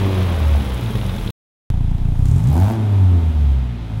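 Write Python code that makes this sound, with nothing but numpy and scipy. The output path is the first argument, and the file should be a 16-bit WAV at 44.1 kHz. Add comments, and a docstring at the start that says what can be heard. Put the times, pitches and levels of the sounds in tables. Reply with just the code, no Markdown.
"""In a garage, an old four-cylinder sports car is heard from two spots, with a short silence between.
Over the open carburettors the engine falls from a blip of throttle to a lumpy idle, valves clattering.
Behind the tailpipe it idles with the odd misfire, is revved once with a rasp and spits, and runs down.
Each firing pushes a pulse of gas down the pipe: the pulses boom and thump, and make the pipe ring."""
import sys
import numpy as np
from scipy import signal
from scipy.fft import rfft, irfft
from scipy.io import wavfile
from scipy.ndimage import uniform_filter1d

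SR = 44100
rng = np.random.default_rng(int(sys.argv[2]) if len(sys.argv) > 2 else 0)


def store_wav(level_fs):
    """Save 16-bit WAV to argv[1]."""
    pcm = np.round(np.clip(np.atleast_2d(level_fs), -1, 1) * 32767)
    wavfile.write(sys.argv[1], SR, pcm.T.astype(np.int16))


N = 176400
T = np.arange(N) / SR


def from_db(db):
    """Turn decibels into a gain."""
    return 10 ** (np.asarray(db) / 20)


def curve(rows):
    """Join rows of (seconds, value) with straight lines."""
    return np.interp(T, *np.transpose(rows))


def even(x):
    """Hold the average level at 1, leaving single pulses alone."""
    power = uniform_filter1d(uniform_filter1d(x * x, size=4400), size=3000)
    return x / np.sqrt(np.maximum(power, 0) + 1e-18)


def colour(x, points):
    """Make some pitches louder and others softer, fading out above the last point."""
    size = 2 ** 18
    grid_hz = np.maximum(np.arange(size // 2 + 1) * SR / size, 1)
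    hz, db = np.transpose(points)
    fade_db = -15 * np.log2(np.maximum(grid_hz / hz[-1], 1))
    gain = from_db(np.interp(np.log(grid_hz), np.log(hz), db) + fade_db)
    # Make the filter ring only after a pulse, never before it.
    cepstrum = irfft(np.log(gain))
    cepstrum[1:size // 2] *= 2
    cepstrum[size // 2 + 1:] = 0
    return irfft(rfft(x, size) * np.exp(rfft(cepstrum)))[:N]


def garage(x, echo_db, fade_s=0.46):
    """The walls add a short, blurred echo."""
    echo = rng.standard_normal(SR // 2) * from_db(-60 * T[:SR // 2] / fade_s)
    return x + from_db(echo_db) * signal.fftconvolve(x, echo / np.linalg.norm(echo))[:N]


def count_firings(speed, firing_s):
    """A rising count: a cylinder fires at each whole number, one of them at firing_s."""
    count = np.cumsum(curve(speed)) / SR
    count -= np.interp(firing_s, T, count)
    return count - np.floor(count[0])


def with_speed(count, mean_db, db_per_octave):
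    """A gain that grows as the engine runs faster."""
    octaves = np.log2(np.gradient(count))
    return from_db(mean_db + db_per_octave * (octaves - octaves.mean()))


# The four cylinders in firing order. Each number: relative strength in dB.
CYLINDER_DB = [1, -0.26, 1, -0.66]
def strengths(count, uneven_db):
    """How strong the nearest firing is: its cylinder's strength plus some chance."""
    nearest = np.round(count).astype(int)
    chance_db = uneven_db * rng.standard_normal(N)[nearest]
    return from_db(np.array(CYLINDER_DB)[nearest % 4] + chance_db)


def pulses(count, uneven_db):
    """One click for each firing."""
    return np.diff(np.floor(count), prepend=0) * strengths(count, uneven_db)


def puffs(count, decay_s, steady, uneven_db):
    """Noise that flares at each whole count and dies down to a steady rush."""
    age_s = count % 1 / np.gradient(count) / SR
    noise = rng.standard_normal(N)
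    return noise * (steady + np.exp(-age_s / decay_s) * strengths(count - .5, uneven_db))


def bursts(events, decay_s, tone):
    """Short cracks of noise that start at once and die away."""
    level = sum(from_db(db) * (T >= s) * np.exp(-np.abs(T - s) / decay_s) for s, db in events)
    return level * even(colour(rng.standard_normal(N), tone))


# Tone of the hiss over the engine. Each row: pitch in Hz, relative level in dB.
BAY_HISS_TONE = [(3000, -12.5), (5200, 5), (7300, 1.5), (9700, 3.5), (10600, 7.5), (15000, -2), (15700, 7),
                 (16300, -25.5)]
def bay_hiss(count):
    """A high hiss that flutters twice per firing."""
    noise = puffs(2 * count, decay_s=.0035, steady=1, uneven_db=5.5)
    return from_db(-48) * even(colour(noise, BAY_HISS_TONE))


# Gas hissing out of the pipe. Each row: time in seconds, level in dB.
TAIL_HISS = [(1.7, -60.5), (2.1, -59), (2.27, -52), (2.47, -52.5), (2.6, -48), (2.71, -49), (2.78, -55),
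             (3.5, -58.5), (3.78, -65), (4, -59)]
# Its tone. Each row: pitch in Hz, relative level in dB.
TAIL_HISS_TONE = [(3000, -15), (5200, 0), (11000, -1.5), (15600, -9)]
def tail_hiss(count):
    """Gas hisses at the pipe's mouth, flaring with each firing."""
    gas = puffs(count, decay_s=.0015, steady=1.1, uneven_db=3)
    return from_db(curve(TAIL_HISS)) * even(colour(gas, TAIL_HISS_TONE))


# Tone of the valve clatter. Each row: pitch in Hz, relative level in dB.
CLATTER_TONE = [(600, -2), (1400, 0), (1750, -2), (3800, -4), (4300, -11), (6000, -18), (10000, -34)]
# Ringing metal parts. Each row: pitch in Hz, relative level in dB.
METAL_RINGS = [(2105, 2), (2294, -3.5), (2493, 2.5), (3205, 3.5), (3409, 2)]
def valve_clatter(count, decay_s, steady, uneven_db, ring_width_hz=14):
    """The valves rattle twice per firing and set the engine's metal ringing."""
    rattle = colour(puffs(2 * count, decay_s, steady, uneven_db), CLATTER_TONE)
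    r = np.exp(-np.pi * ring_width_hz / SR)  # share of a ring left after one sample
    feed = (1 - r * r) / 2
    rings = np.zeros(N)
    for hz, db in METAL_RINGS:
        feedback = [1, -2 * r * np.cos(2 * np.pi * hz / SR), r * r]
        rings += from_db(db - .5) * signal.lfilter([feed, 0, -feed], feedback, rattle)
    return even(rattle + rings)


# Loud valve ticks. Each row: start in seconds, relative level in dB.
TICKS = [(.827, -33.5), (.8615, -25), (.9543, -30), (1.0121, -24), (1.053, -29), (1.0939, -25.5),
         (1.1807, -25.5), (1.275, -24), (1.3, -23.5)]
def valve_ticks():
    """Single ticks of the valve gear stand out as the engine slows."""
    ticks = bursts(TICKS, decay_s=.005, tone=[(1800, -20), (3000, 0), (3800, 0), (4800, -20)])
    return garage(from_db(-7.5) * ticks, echo_db=-2)


# Spits of gas. Each row: start in seconds, relative level in dB.
SPITS = [(2.2556, -27.5), (2.2851, -32), (2.3135, -31), (2.3379, -35), (2.3614, -30.5), (2.3828, -34),
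         (2.4028, -48), (2.4397, -33), (2.4716, -28.5)]
def spits():
    """The tailpipe spits sharply as the rev begins."""
    tone = [(2000, -2.5), (5500, -6), (7600, 2.5), (9500, -5), (16000, -15)]
    return garage(from_db(-7) * bursts(SPITS, decay_s=.0034, tone=tone), echo_db=-2)


# Crackle of the rev. Each row: time in seconds, level in dB.
CRACKLE = [(2.42, -70), (2.5, -48), (2.6, -46), (2.72, -49.5), (2.76, -80)]
# Its tone. Each row: pitch in Hz, relative level in dB.
CRACKLE_TONE = [(2000, -7), (14000, 1)]
def crackle(count):
    """At full throttle every firing leaves the pipe with a bright snap."""
    snaps = puffs(count, decay_s=.0009, steady=0, uneven_db=2)
    return from_db(curve(CRACKLE)) * even(colour(snaps, CRACKLE_TONE))


def rasp(count, tone, rough, decay_s, echo_db, uneven_db=8):
    """The sharp edge of each pulse and its puff of gas ring in the pipe."""
    edges = even(pulses(count, uneven_db))
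    gas = even(puffs(count, decay_s, steady=.65, uneven_db=5.5))
    return even(garage(colour(edges + rough * gas, tone), echo_db))


# Tone of the rasp over the engine. Each row: pitch in Hz, relative level in dB.
BAY_RASP_TONE = [(100, -22), (250, -1.5), (380, -5.5), (560, -4.5), (750, -9.5), (1100, -13), (1500, -22.5),
                 (3000, -40)]
def bay_rasp(count):
    """A breathy rasp that softens as the engine slows."""
    level = with_speed(count, mean_db=-35.5, db_per_octave=5.5)
    return level * rasp(count, BAY_RASP_TONE, rough=4, decay_s=.0053, echo_db=-1)


# Rasp behind the car. Each row: time in seconds, level in dB.
TAIL_RASP = [(1.7, -41), (2.1, -39.5), (2.5, -31.5), (2.73, -31.5), (2.85, -28), (3.15, -31), (3.6, -35),
             (4, -37.5)]
# Its tone. Each row: pitch in Hz, relative level in dB.
TAIL_RASP_TONE = [(130, -5), (245, 9), (290, -3), (335, -3.5), (400, -11), (670, -8.5), (1300, -20),
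                  (4000, -52)]
def tail_rasp(count):
    """The pipe rasps most as the throttle shuts."""
    return from_db(curve(TAIL_RASP)) * rasp(count, TAIL_RASP_TONE, rough=1.24, decay_s=.012, echo_db=8.5)


# Bark of the open throttle. Each row: time in seconds, level in dB.
BARK = [(2.25, -47), (2.47, -44.5), (2.56, -29.5), (2.7, -28.5), (2.77, -35), (2.9, -61)]
# Its tone. Each row: pitch in Hz, relative level in dB.
BARK_TONE = [(250, -50), (520, -1.5), (780, 7), (980, 1), (1220, -10), (1500, -8.5), (2100, -18),
             (5000, -25.5)]
def throttle_bark(count):
    """The open throttle adds a higher, harder rasp."""
    bark = rasp(count, BARK_TONE, rough=.9, decay_s=.0022, echo_db=-7, uneven_db=3)
    return from_db(curve(BARK)) * bark


def drone(count, levels, tone):
    """Nearly even pulses make the pipe sing with clear overtones."""
    ringing = colour(pulses(count, uneven_db=2.5), tone)
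    return from_db(curve(levels)) * even(garage(ringing, echo_db=-9))


# Firings that fail. Each row: time in seconds, drop of the thumps in dB.
MISFIRES = [(1.983, 19), (2.155, 11), (3.21, 8), (3.329, 20)]
def burn(dip_s=.014):
    """How well the fuel burns, dipping at each misfire."""
    return from_db(-sum(db * np.exp(-((T - s) / dip_s) ** 2) for s, db in MISFIRES))


def thumps(count, levels, tone, uneven_db, rough, echo_db, idle_hz=29, stumble=.04):
    """Pressure pulses and swirling gas thump through the pipe; slow firings come unevenly."""
    stray = uniform_filter1d(rng.standard_normal(N)[np.round(count).astype(int)], size=200)
    slowness = np.clip(2 - np.gradient(count) * SR / idle_hz, 0, 1)
    count = np.maximum.accumulate(count + stray * stumble * slowness)
    # Take out the steady flow and the lowest note, which boom() plays.
    lowest = np.gradient(count) * (1 + 2 * np.cos(2 * np.pi * count))
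    gas = even(pulses(count, uneven_db) - lowest) + rough * rng.standard_normal(N)
    return garage(even(colour(gas, tone)) * from_db(curve(levels)) * burn(), echo_db)


def boom(count, levels, lag_s, uneven_db):
    """The exhaust's deep, clean note: one wave for each firing."""
    wave = np.sqrt(2) * np.cos(2 * np.pi * (count - lag_s * SR * np.gradient(count)))
    strength = uniform_filter1d(strengths(count, uneven_db), size=600)
    return wave * from_db(curve(levels)) * strength * np.sqrt(burn())


# The engine slowing after the blip. Each row: time in seconds, firings per second.
BAY_SPEED = [(0, 98.4), (.25, 90.1), (.42, 76.7), (.6, 69.9), (.76, 60.5), (.87, 56.5), (1.1, 46),
             (1.31, 35.5)]
# Exhaust boom, thumps and drone over the engine. Each row: time in seconds, base level in dB.
BAY_BOOM = [(0, -18), (.31, -17.5), (0.399, -19.5), (.45, -15), (.58, -14.5), (.65, -25), (.74, -19),
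            (.8, -32), (1.2, -26), (1.31, -34)]
BAY_THUMP = [(0, -23.5), (.32, -23.5), (.5, -26.5), (.58, -22), (.68, -27.5), (.8, -26), (0.869, -18),
             (1.222, -25), (1.29, -20)]
BAY_DRONE = [(0, -24.5), (.13, -22), (.21, -25.5), (.28, -48)]
# Tone of those thumps and that drone. Each row: pitch in Hz, relative level in dB.
BAY_THUMP_TONE = [(20, -17.5), (50, -4), (80, -4), (118, 1.5), (150, -17.5), (195, -4), (260, -24.5),
                  (400, -24), (1400, -64.5)]
BAY_DRONE_TONE = [(110, -30), (185, 0), (285, -14), (380, -8), (480, -26)]
def engine_bay():
    """Close over the engine: the exhaust throbs under valve clatter and hiss."""
    count = count_firings(BAY_SPEED, firing_s=.0036)
    exhaust = boom(count, BAY_BOOM, lag_s=.0032, uneven_db=1.5)
    exhaust += thumps(count, BAY_THUMP, BAY_THUMP_TONE, uneven_db=4, rough=.47, echo_db=-5.5)
    exhaust += bay_rasp(count)
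    clatter = valve_clatter(count, decay_s=.023, steady=.99, uneven_db=3)
    clatter *= with_speed(count, mean_db=-39, db_per_octave=4.5)
    return exhaust + clatter + bay_hiss(count) + valve_ticks() + drone(count, BAY_DRONE, BAY_DRONE_TONE)


# The engine idling, revving and running down. Each row: time in seconds, firings per second.
TAIL_SPEED = [(1.7, 28.77), (2.19, 28.78), (2.28, 33.47), (2.42, 53.82), (2.6, 90.34), (2.72, 114.36),
              (2.78, 108.8), (3, 95.8), (3.24, 80.3), (3.48, 69.1), (3.72, 59.2), (4, 52)]
# Exhaust boom, thumps and drone behind the car. Each row: time in seconds, base level in dB.
TAIL_BOOM = [(1.7, -19.5), (2.3, -18), (2.39, -29), (2.47, -23), (2.56, -14), (2.64, -10.5), (2.72, -23),
             (2.9, -14.5), (3.04, -10.3), (3.18, -11.5), (3.23, -16), (3.48, -12.5), (3.65, -19),
             (3.73, -28), (4, -30)]
TAIL_THUMP = [(1.7, -18.8), (2.15, -17), (2.35, -11), (2.42, -16.5), (2.49, -10.5), (2.54, -22),
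              (2.66, -26), (2.94, -41), (3.3, -26.5), (3.65, -25), (3.88, -29), (4, -20)]
TAIL_DRONE = [(2.45, -38), (2.58, -21), (2.72, -23.5), (2.95, -29.5), (3.17, -27), (3.4, -38)]
# Tone of those thumps and that drone. Each row: pitch in Hz, relative level in dB.
TAIL_THUMP_TONE = [(15, -22), (40, -11), (60, .5), (88, 3.5), (125, 0), (165, -6.5), (200, -15.5),
                   (250, -16), (320, -36), (2000, -88)]
TAIL_DRONE_TONE = [(120, -25), (175, 1), (245, 4), (295, -8), (335, -4), (375, -19), (420, -13), (480, -29)]
def tailpipe():
    """Behind the car: the exhaust thumps, barks and spits, with the valves farther off."""
    count = count_firings(TAIL_SPEED, firing_s=1.773)
    exhaust = boom(count + .15, TAIL_BOOM, lag_s=.0058, uneven_db=.6)
    exhaust += thumps(count, TAIL_THUMP, TAIL_THUMP_TONE, uneven_db=1.3, rough=.33, echo_db=-11)
    exhaust += tail_rasp(count) + throttle_bark(count)
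    clatter = valve_clatter(count, decay_s=.0059, steady=1.4, uneven_db=0)
    clatter *= with_speed(count, mean_db=-47, db_per_octave=3)
    gas = tail_hiss(count) + spits() + crackle(count)
    return exhaust + clatter + gas + drone(count, TAIL_DRONE, TAIL_DRONE_TONE)


def scene(bay_end_s=1.307, tail_start_s=1.702):
    """First over the engine, then silence, then behind the car."""
    return (engine_bay() * (T < bay_end_s) + tailpipe() * (T >= tail_start_s))[None]


def record(dry, ceiling=.68, cutoff_hz=15850):
    """Round off the loudest peaks and remove the highest treble."""
    rounded = dry / (1 + (dry / ceiling) ** 6) ** (1 / 6)
    return signal.sosfilt(signal.ellip(12, .1, 80, cutoff_hz, fs=SR, output="sos"), rounded)


dry = scene()
out = record(dry)
store_wav(out)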